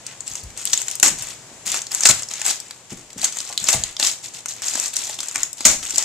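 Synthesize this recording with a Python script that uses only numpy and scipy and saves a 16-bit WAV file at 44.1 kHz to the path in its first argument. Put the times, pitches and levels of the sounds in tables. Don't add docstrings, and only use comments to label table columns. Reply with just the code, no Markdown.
import sys
import numpy as np
from scipy import signal
from scipy.fft import rfft, irfft, next_fast_len
from scipy.io import wavfile
from scipy.ndimage import uniform_filter1d, minimum_filter1d

SR = 44100
rng = np.random.default_rng(int(sys.argv[2]) if len(sys.argv) > 2 else 0)


def put_to_file(sound):
    columns = np.atleast_2d(sound).T
    safe = np.clip(columns, -1, 1)
    whole_steps = np.round(safe * 32767)
    wavfile.write(sys.argv[1], SR, whole_steps.astype(np.int16))


N = 266364
FFT_SIZE = next_fast_len(N + SR, real=True) // 2 * 2
FREQS = np.arange(FFT_SIZE // 2 + 1) * SR / FFT_SIZE
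FACETS_HZ = np.linspace(2800, 10500, 8)


# start_s, level_db, pitch_hz, body_offset_db
SNAPS = [(0.066, -11.5, 7100, -20), (0.206, -11.5, 6300, -9), (0.278, -12, 8300, -24),
         (0.3542, -8.5, 6800, -6.5), (0.4362, -14, 8900, -25), (0.504, -19.5, 5000, -4),
         (0.5754, -9.5, 9500, -20), (0.6534, 2, 8800, -27), (0.6737, -4.5, 5100, -22),
         (0.732, 3, 5000, -27), (0.7757, -4, 7700, -23), (0.8169, -5.5, 7900, -10), (0.8826, -3, 7900, -11),
         (0.9126, -1, 8500, -31), (0.9541, -2, 10600, -34), (0.999, -0.5, 8200, -21.5),
         (1.0305, 12, 8100, -5), (1.0615, 5.5, 3700, -2), (1.223, -8, 8000, -16), (1.6615, -6, 10000, -16),
         (1.718, -2, 7100, -22), (1.7433, -3, 6800, -8), (1.818, -10, 7400, -25), (1.868, -11.5, 5600, -15),
         (1.918, -3.5, 6100, -12), (1.948, 2.5, 8200, -17), (2.0073, -4, 6800, -10),
         (2.0348, 2.5, 6400, -7), (2.0557, 9, 5100, -3.5), (2.194, -8.5, 6100, -17),
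         (2.2221, -10, 7400, -4.5), (2.2326, -13, 6600, -22), (2.2874, -13, 6500, -12),
         (2.3125, -8.5, 4000, -4), (2.3375, -10.5, 6100, -19), (2.416, -4, 5800, -2),
         (2.4526, -5, 6000, -9), (2.509, 1, 7800, -16), (2.6015, -11.5, 5700, -25), (2.7093, -8, 5500, -7),
         (3.104, -20, 3700, -22), (3.1308, -20, 5100, -18), (3.1824, -13.5, 9600, -14),
         (3.2162, -3, 5400, -9.5), (3.245, 2.5, 5100, -28), (3.3243, -11.5, 7600, -18),
         (3.3702, -3.5, 10500, -12), (3.3866, -5.5, 7700, -25), (3.4036, -4.5, 4300, -11.5),
         (3.4906, -12, 5800, -17), (3.527, -10, 4400, -3.5), (3.577, 1.5, 3700, -25),
         (3.6417, -3.5, 5800, -8.5), (3.6872, 7.5, 7500, -8), (3.837, 0, 5200, -13.5),
         (3.9668, -8.5, 2700, -4.5), (3.9985, 5, 5700, -8.5), (4.0276, 2.5, 3000, -3),
         (4.0673, -2, 4700, -9), (4.4589, -5.5, 6800, -6), (4.62, -8, 6300, -9), (4.683, -2.5, 6700, -20),
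         (4.7546, -2, 5300, -4), (4.7987, -0.5, 8400, -18), (4.8391, -7.5, 5800, -22),
         (4.8593, -8, 6400, -22), (4.9664, 4.5, 8000, -18), (5.096, -7.5, 5800, -3),
         (5.1894, -6.5, 3000, -5.5), (5.2044, -3.5, 7600, -18), (5.2314, -10, 6700, -7),
         (5.2851, -8, 6400, -12), (5.358, 1, 6100, -5.5), (5.432, 0, 6100, -13), (5.5302, -9, 8000, -15),
         (5.607, -3.5, 5300, -7), (5.6542, 15, 9000, -3.5), (5.8289, -7.5, 3900, -6),
         (5.9065, -4.5, 8100, -11), (5.959, -1, 4900, -15), (5.9817, 5.5, 6600, -13),
         (6.0254, -5, 5100, -8)]
def snaps(treble_db, body_db, shiver_s, shiver_gain, bounce_s, bounce_db):
    blows = np.zeros((2, len(FACETS_HZ), N))
    t = np.arange(256) / SR
    for start_s, level_db, pitch_hz, body_offset_db in SNAPS:
        nearest_facet = np.argmin(np.abs(FACETS_HZ - pitch_hz))
        treble, body = blows[:, nearest_facet]
        flip = shiver_gain * rng.standard_normal(len(t)) * np.exp(-t / shiver_s)
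        flip[0] = rng.choice([-1, 1])
        flip *= from_db(level_db) / np.linalg.norm(flip)
        floor_echo = (bounce_s * rng.uniform(0.93, 0.99), from_db(bounce_db))
        for lag_s, gain in (0, 1), floor_echo:
            add(treble, start_s + lag_s, gain * from_db(treble_db) * flip)
            add(body, start_s + lag_s, gain * from_db(body_db + body_offset_db) * flip)
    return blows


# start_s, length_s, treble_db, body_db
BUCKLES = [(0.733, 0.0065, -12.5, -28), (1.028, 0.059, -9.5, -25), (2.053, 0.023, -5, -20.5),
           (2.088, 0.027, -5, -19), (3.242, 0.015, -16, -36), (3.686, 0.022, -12, -27),
           (3.728, 0.02, -13.5, -28.5), (5.652, 0.018, 2, -16)]
def buckles(per_s, spread_db, treble_gain_db, body_gain_db, crack_db, crack_s, release_s):
    treble, body = np.zeros((2, N))
    t = np.arange(SR // 5) / SR
    crack = from_db(crack_db * np.exp(-t / crack_s))
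    for start_s, length_s, treble_db, body_db in BUCKLES:
        shape = crack * np.exp(-np.maximum(t - length_s, 0) / release_s)
        add(treble, start_s, shape * from_db(treble_db + treble_gain_db))
        add(body, start_s, shape * from_db(body_db + body_gain_db))
    return np.array([treble, body]) * clicks(per_s, spread_db, window=300)


# start_s, length_s, crackle_db, rustle_db
GRIPS = [(0.047, 0.08, -43.5, -44.5), (0.256, 0.13, -31, -48.5), (0.56, 0.06, -29.5, -44),
         (0.644, 0.18, -26, -42.5), (0.856, 0.09, -29, -44), (1.025, 0.067, -20.5, -31.5),
         (1.168, 0.15, -29.5, -41), (1.651, 0.05, -18.5, -33.5), (1.711, 0.06, -19.5, -32),
         (1.902, 0.15, -25, -37.5), (2.012, 0.035, -22, -33.5), (2.109, 0.089, -31, -38),
         (2.294, 0.22, -28.5, -39), (2.442, 0.064, -15.5, -29), (2.59, 0.15, -44.5, -51.5),
         (2.894, 0.027, -31, -42), (2.958, 0.052, -43, -52.5), (3.17, 0.066, -29.5, -39),
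         (3.216, 0.045, -22.5, -31.5), (3.314, 0.22, -30, -44), (3.585, 0.09, -28, -39.5),
         (3.658, 0.091, -16.5, -31), (3.781, 0.12, -33, -41), (3.988, 0.018, -18.5, -30.5),
         (4.024, 0.057, -13.5, -30), (4.225, 0.03, -27.5, -42.5), (4.325, 0.053, -31.5, -45.5),
         (4.474, 0.038, -26.5, -43), (4.552, 0.052, -39, -45), (4.618, 0.25, -21.5, -36),
         (4.927, 0.13, -23.5, -40), (5.057, 0.081, -26.5, -41.5), (5.178, 0.15, -31.5, -43),
         (5.334, 0.098, -26.5, -37), (5.567, 0.12, -30.5, -46), (5.64, 0.075, -17, -30.5),
         (5.816, 0.18, -25.5, -39.5), (5.966, 0.063, -22.5, -34)]
def grips(attack_s, sag_db_per_s, release_s, rest_crackle_db, rest_rustle_db):
    power = from_db([[rest_crackle_db], [rest_rustle_db]]) ** 2 * np.ones(N)
    t = np.arange(SR // 2) / SR
    hold = np.minimum(t / attack_s, 1) * from_db(-sag_db_per_s * t)
    for start_s, length_s, *levels_db in GRIPS:
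        shape = hold * np.exp(-np.maximum(t - length_s, 0) / release_s)
        for track, level_db in zip(power, levels_db):
            add(track, start_s, (from_db(level_db) * shape) ** 2)
    return 10 * np.log10(power)


def crackle(crackle_db, rustle_db, base_per_s, spread_db, treble_db, body_db, tick_s):
    per_s = base_per_s * from_db(0.46 * (crackle_db - crackle_db.mean()))
    starts = clicks(per_s, spread_db, window=1200)
    fade = np.exp(-1 / (tick_s * SR))
    tick_power = signal.lfilter([1 - fade], [1, -fade], starts ** 2 + 1e-12)
    ticks = np.sqrt(tick_power) * rng.standard_normal(N)
    rubbing = rng.standard_normal(N)
    treble = from_db(crackle_db + treble_db) * ticks
    body = from_db(rustle_db + body_db) * (ticks + rubbing)
    return np.array([treble, body])


def small_snaps(crackle_db, per_s, base_db, grip_share, spread_db, body_db):
    flips = (rng.random(N) < per_s / SR) * rng.choice([-1, 1], N)
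    grip_db = grip_share * (crackle_db - crackle_db.mean())
    chance_db = spread_db * rng.uniform(-0.85, 1, N)
    treble = flips * from_db(base_db + grip_db + chance_db)
    return np.array([treble, from_db(body_db) * treble])


def wander(blows, stay_samples):
    picks = rng.integers(0, len(FACETS_HZ), N // stay_samples + 1)
    active_facet = np.repeat(picks, stay_samples)[:N]
    return blows[:, None] * (active_facet == np.arange(len(FACETS_HZ))[:, None])


# frequency_hz, level_db
CREASE_TONE = [(300, -45.5), (1200, -7), (2200, 1.5), (3200, 5), (5000, 0.5), (7000, -3), (9000, -2.5),
               (11500, 0.5), (14000, 7), (17000, -4)]
# frequency_hz, level_db
SHEET_TONE = [(50, -16), (130, -20.5), (280, -2), (430, -8), (650, -2.5), (1000, -1.5), (1600, 0.5),
              (2400, 4.5), (3500, 2.5), (6000, -8), (14000, -48.5)]
def foil(blows, facet_width_hz):
    crease = tone_filter(CREASE_TONE)
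    sheet = unit_power(tone_filter(SHEET_TONE))
    heard = 0
    for pitch_hz, treble, body in zip(FACETS_HZ, *rfft(blows, FFT_SIZE)):
        ring = unit_power(1j * FREQS * resonance(pitch_hz, facet_width_hz) * crease)
        heard = heard + (treble * ring + body * sheet) * kitchen(early_db=-2.5, late_db=-7.5)
    return irfft(heard)[:, :N]


# start_s, level_db, pitch_hz
BUMPS = [(0.307, -43, 120), (0.43, -34.5, 72.6), (1.032, -37, 322), (1.069, -34, 278), (1.112, -39, 188),
         (1.2, -44, 106), (1.514, -47, 308), (1.662, -45, 198), (2.089, -29, 134.5), (2.92, -33.5, 221),
         (3.16, -39, 221), (3.5, -41, 848), (3.617, -43, 172), (3.738, -32.5, 700), (3.742, -29.5, 120.7),
         (3.798, -43, 83), (4.775, -41.5, 799), (5.354, -37, 1742), (5.652, -24, 245.2), (5.654, -27, 648),
         (5.934, -44.5, 315)]
def bumps(gain_db, rise_cycles, decay_cycles, least_decay_s, width_octaves):
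    track = np.zeros(N)
    t = np.arange(SR // 5) / SR
    for start_s, level_db, pitch_hz in BUMPS:
        octaves = (np.linspace(-1.2, 2, 14) + rng.uniform(-0.1, 0.1, 14))[:, None]
        tones_hz = pitch_hz * 2 ** octaves
        rise = 1 - np.exp(-t * tones_hz / rise_cycles)
        decay = np.exp(-t / (least_decay_s + decay_cycles / tones_hz))
        rings = rise * decay * np.sin(2 * np.pi * (tones_hz * t + rng.random(tones_hz.shape)))
        thud = np.sum(rings / (1 + (octaves / width_octaves) ** 2), axis=0)
        add(track, start_s, from_db(level_db + gain_db) * thud / np.std(thud[:SR // 25]))
    return track


def sheet_wobble(gain_db, decay_s, top_hz, width_hz):
    swing = np.zeros(N)
    t = np.arange(SR // 2) / SR
    for start_s, level_db, _ in BUMPS:
        add(swing, start_s, from_db(level_db + gain_db) * np.exp(-t / decay_s))
    return filtered(swing * rng.standard_normal(N), unit_power(resonance(top_hz, width_hz)))


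# frequency_hz, level_db
WALL_TONE = [(100, -2.5), (500, 2), (2500, 1.5), (7000, 0), (10000, -3.5), (14000, -5.5)]
def kitchen(early_db, late_db, early_fade_s=0.021, late_fade_s=0.34):
    t = np.arange(SR // 2) / SR
    echoes = 0
    for level_db, fade_s, start_s in (early_db, early_fade_s, 0.0006), (late_db, late_fade_s, 0.007):
        shape = from_db(-60 * t / fade_s) * (t > start_s)
        noise = rng.standard_normal((2, len(t)))
        echoes = echoes + from_db(level_db) * shape / np.linalg.norm(shape) * noise
    left_lag_s = 4.2e-5 + 1.2e-5 * rng.standard_normal()
    direct = np.array([np.exp(-2j * np.pi * FREQS * left_lag_s), np.ones(len(FREQS))])
    return direct + room_spread(echoes) * from_db(curve(WALL_TONE))


# frequency_hz, level_db
HISS_TONE = [(25, -18.5), (70, -6.5), (120, 4), (250, -3), (420, -2.5), (700, -2), (1300, -7.5), (2500, -8),
             (6000, -14.5), (14000, -17)]
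# time_s, level_db
HISS_LEVEL = [(0, -46), (1.6, -45), (2.7, -49), (4.2, -48), (6.04, -50)]
def background_hiss():
    noise = room_spread(rng.standard_normal((2, FFT_SIZE)))
    hiss = irfft(noise * unit_power(tone_filter(HISS_TONE)))[:, :N]
    level_db = np.interp(np.arange(N) / SR, *np.transpose(HISS_LEVEL))
    return from_db(level_db) * hiss


# frequency_hz, likeness_0_to_1
LIKENESS = [(100, 0.85), (600, 0.91), (1400, 0.75), (2800, 0.25), (6000, 0), (12000, 1)]
def room_spread(noise_pair):
    shared, side = rfft(noise_pair, FFT_SIZE)
    alike = np.clip(curve(LIKENESS), 0, 1)
    return (np.sqrt(1 + alike) * shared + np.sqrt(1 - alike) * side * [[1], [-1]]) / np.sqrt(2)


def clicks(per_s, spread_db, window):
    heights = from_db(spread_db * np.minimum(rng.exponential(1, N), 4)) * rng.choice([-1, 1], N)
    train = heights * (rng.random(N) < per_s / SR)
    return train / np.sqrt(np.abs(uniform_filter1d(train ** 2, window)) + 1e-4)


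def from_db(db):
    return 10 ** (np.asarray(db) / 20)


def curve(points):
    hz, value = np.transpose(points)
    return np.interp(np.log(FREQS + 1), np.log(hz), value)


def tone_filter(points):
    cepstrum = irfft(np.log(from_db(curve(points))))
    cepstrum[1:FFT_SIZE // 2] *= 2
    cepstrum[FFT_SIZE // 2 + 1:] = 0
    return np.exp(rfft(cepstrum))


def unit_power(response):
    return response / np.sqrt(np.mean(np.abs(response) ** 2))


def filtered(sound, response):
    return irfft(rfft(sound, FFT_SIZE) * response)[..., :N]


def resonance(hz, width_hz):
    return 1 / (1 - (FREQS / hz) ** 2 + 1j * FREQS * width_hz / hz ** 2)


def add(track, start_s, piece):
    start = max(0, round(start_s * SR))
    track[start:start + len(piece)] += piece[:max(0, N - start)]


def scene():
    crackle_db, rustle_db = grips(attack_s=0.015, sag_db_per_s=6, release_s=0.029,
                                  rest_crackle_db=-57, rest_rustle_db=-61)
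    runs = buckles(per_s=6000, spread_db=1.5, treble_gain_db=-10.5, body_gain_db=-1.5,
                   crack_db=10, crack_s=0.0048, release_s=0.0017)
    ticks = crackle(crackle_db, rustle_db, base_per_s=850, spread_db=3.5,
                    treble_db=-9.5, body_db=-4.5, tick_s=0.00022)
    lesser = small_snaps(crackle_db, per_s=50, base_db=-21.5, grip_share=0.75, spread_db=5, body_db=-6.5)
    lone = snaps(treble_db=2, body_db=5, shiver_s=0.00068, shiver_gain=0.44,
                 bounce_s=0.0035, bounce_db=-15)
    crumpling = wander(runs + ticks + lesser, stay_samples=90)
    wrapping = foil(lone + crumpling, facet_width_hz=4600)
    thuds = bumps(gain_db=-1.5, rise_cycles=0.64, decay_cycles=0.83,
                  least_decay_s=0.0099, width_octaves=0.52)
    wobble = sheet_wobble(gain_db=-14, decay_s=0.079, top_hz=131, width_hz=170)
    box = filtered(thuds + wobble, kitchen(early_db=-17, late_db=-4.5))
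    return wrapping + box + background_hiss()


def limiter(sound, ceiling_db, release_db_per_s, window):
    over_db = np.maximum(20 * np.log10(np.abs(sound).max(axis=0) + 1e-9) - ceiling_db, 0)
    climb_db = release_db_per_s * np.arange(N) / SR
    held_db = np.maximum.accumulate(over_db + climb_db) - climb_db
    gain_db = uniform_filter1d(minimum_filter1d(-held_db, window), window)
    return sound * from_db(gain_db)


# frequency_hz, level_db
RIGHT_MIC_TONE = [(100, -1.5), (1000, -1.5), (4000, -2), (6500, -1), (9000, -7), (14000, -13.5)]
def record(dry, cutoff_hz=14400):
    left = resonance(hz=7490, width_hz=1060)
    right = resonance(hz=6940, width_hz=1470) * tone_filter(RIGHT_MIC_TONE)
    picked_up = filtered(dry, np.array([left, right]))
    limited = limiter(picked_up, ceiling_db=10, release_db_per_s=248, window=24)
    clipped = np.clip(limited, -1, 1)
    low_pass = signal.ellip(10, 0.1, 70, cutoff_hz, fs=SR, output="sos")
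    return signal.sosfilt(low_pass, clipped)


dry = scene()
out = record(dry)
put_to_file(out)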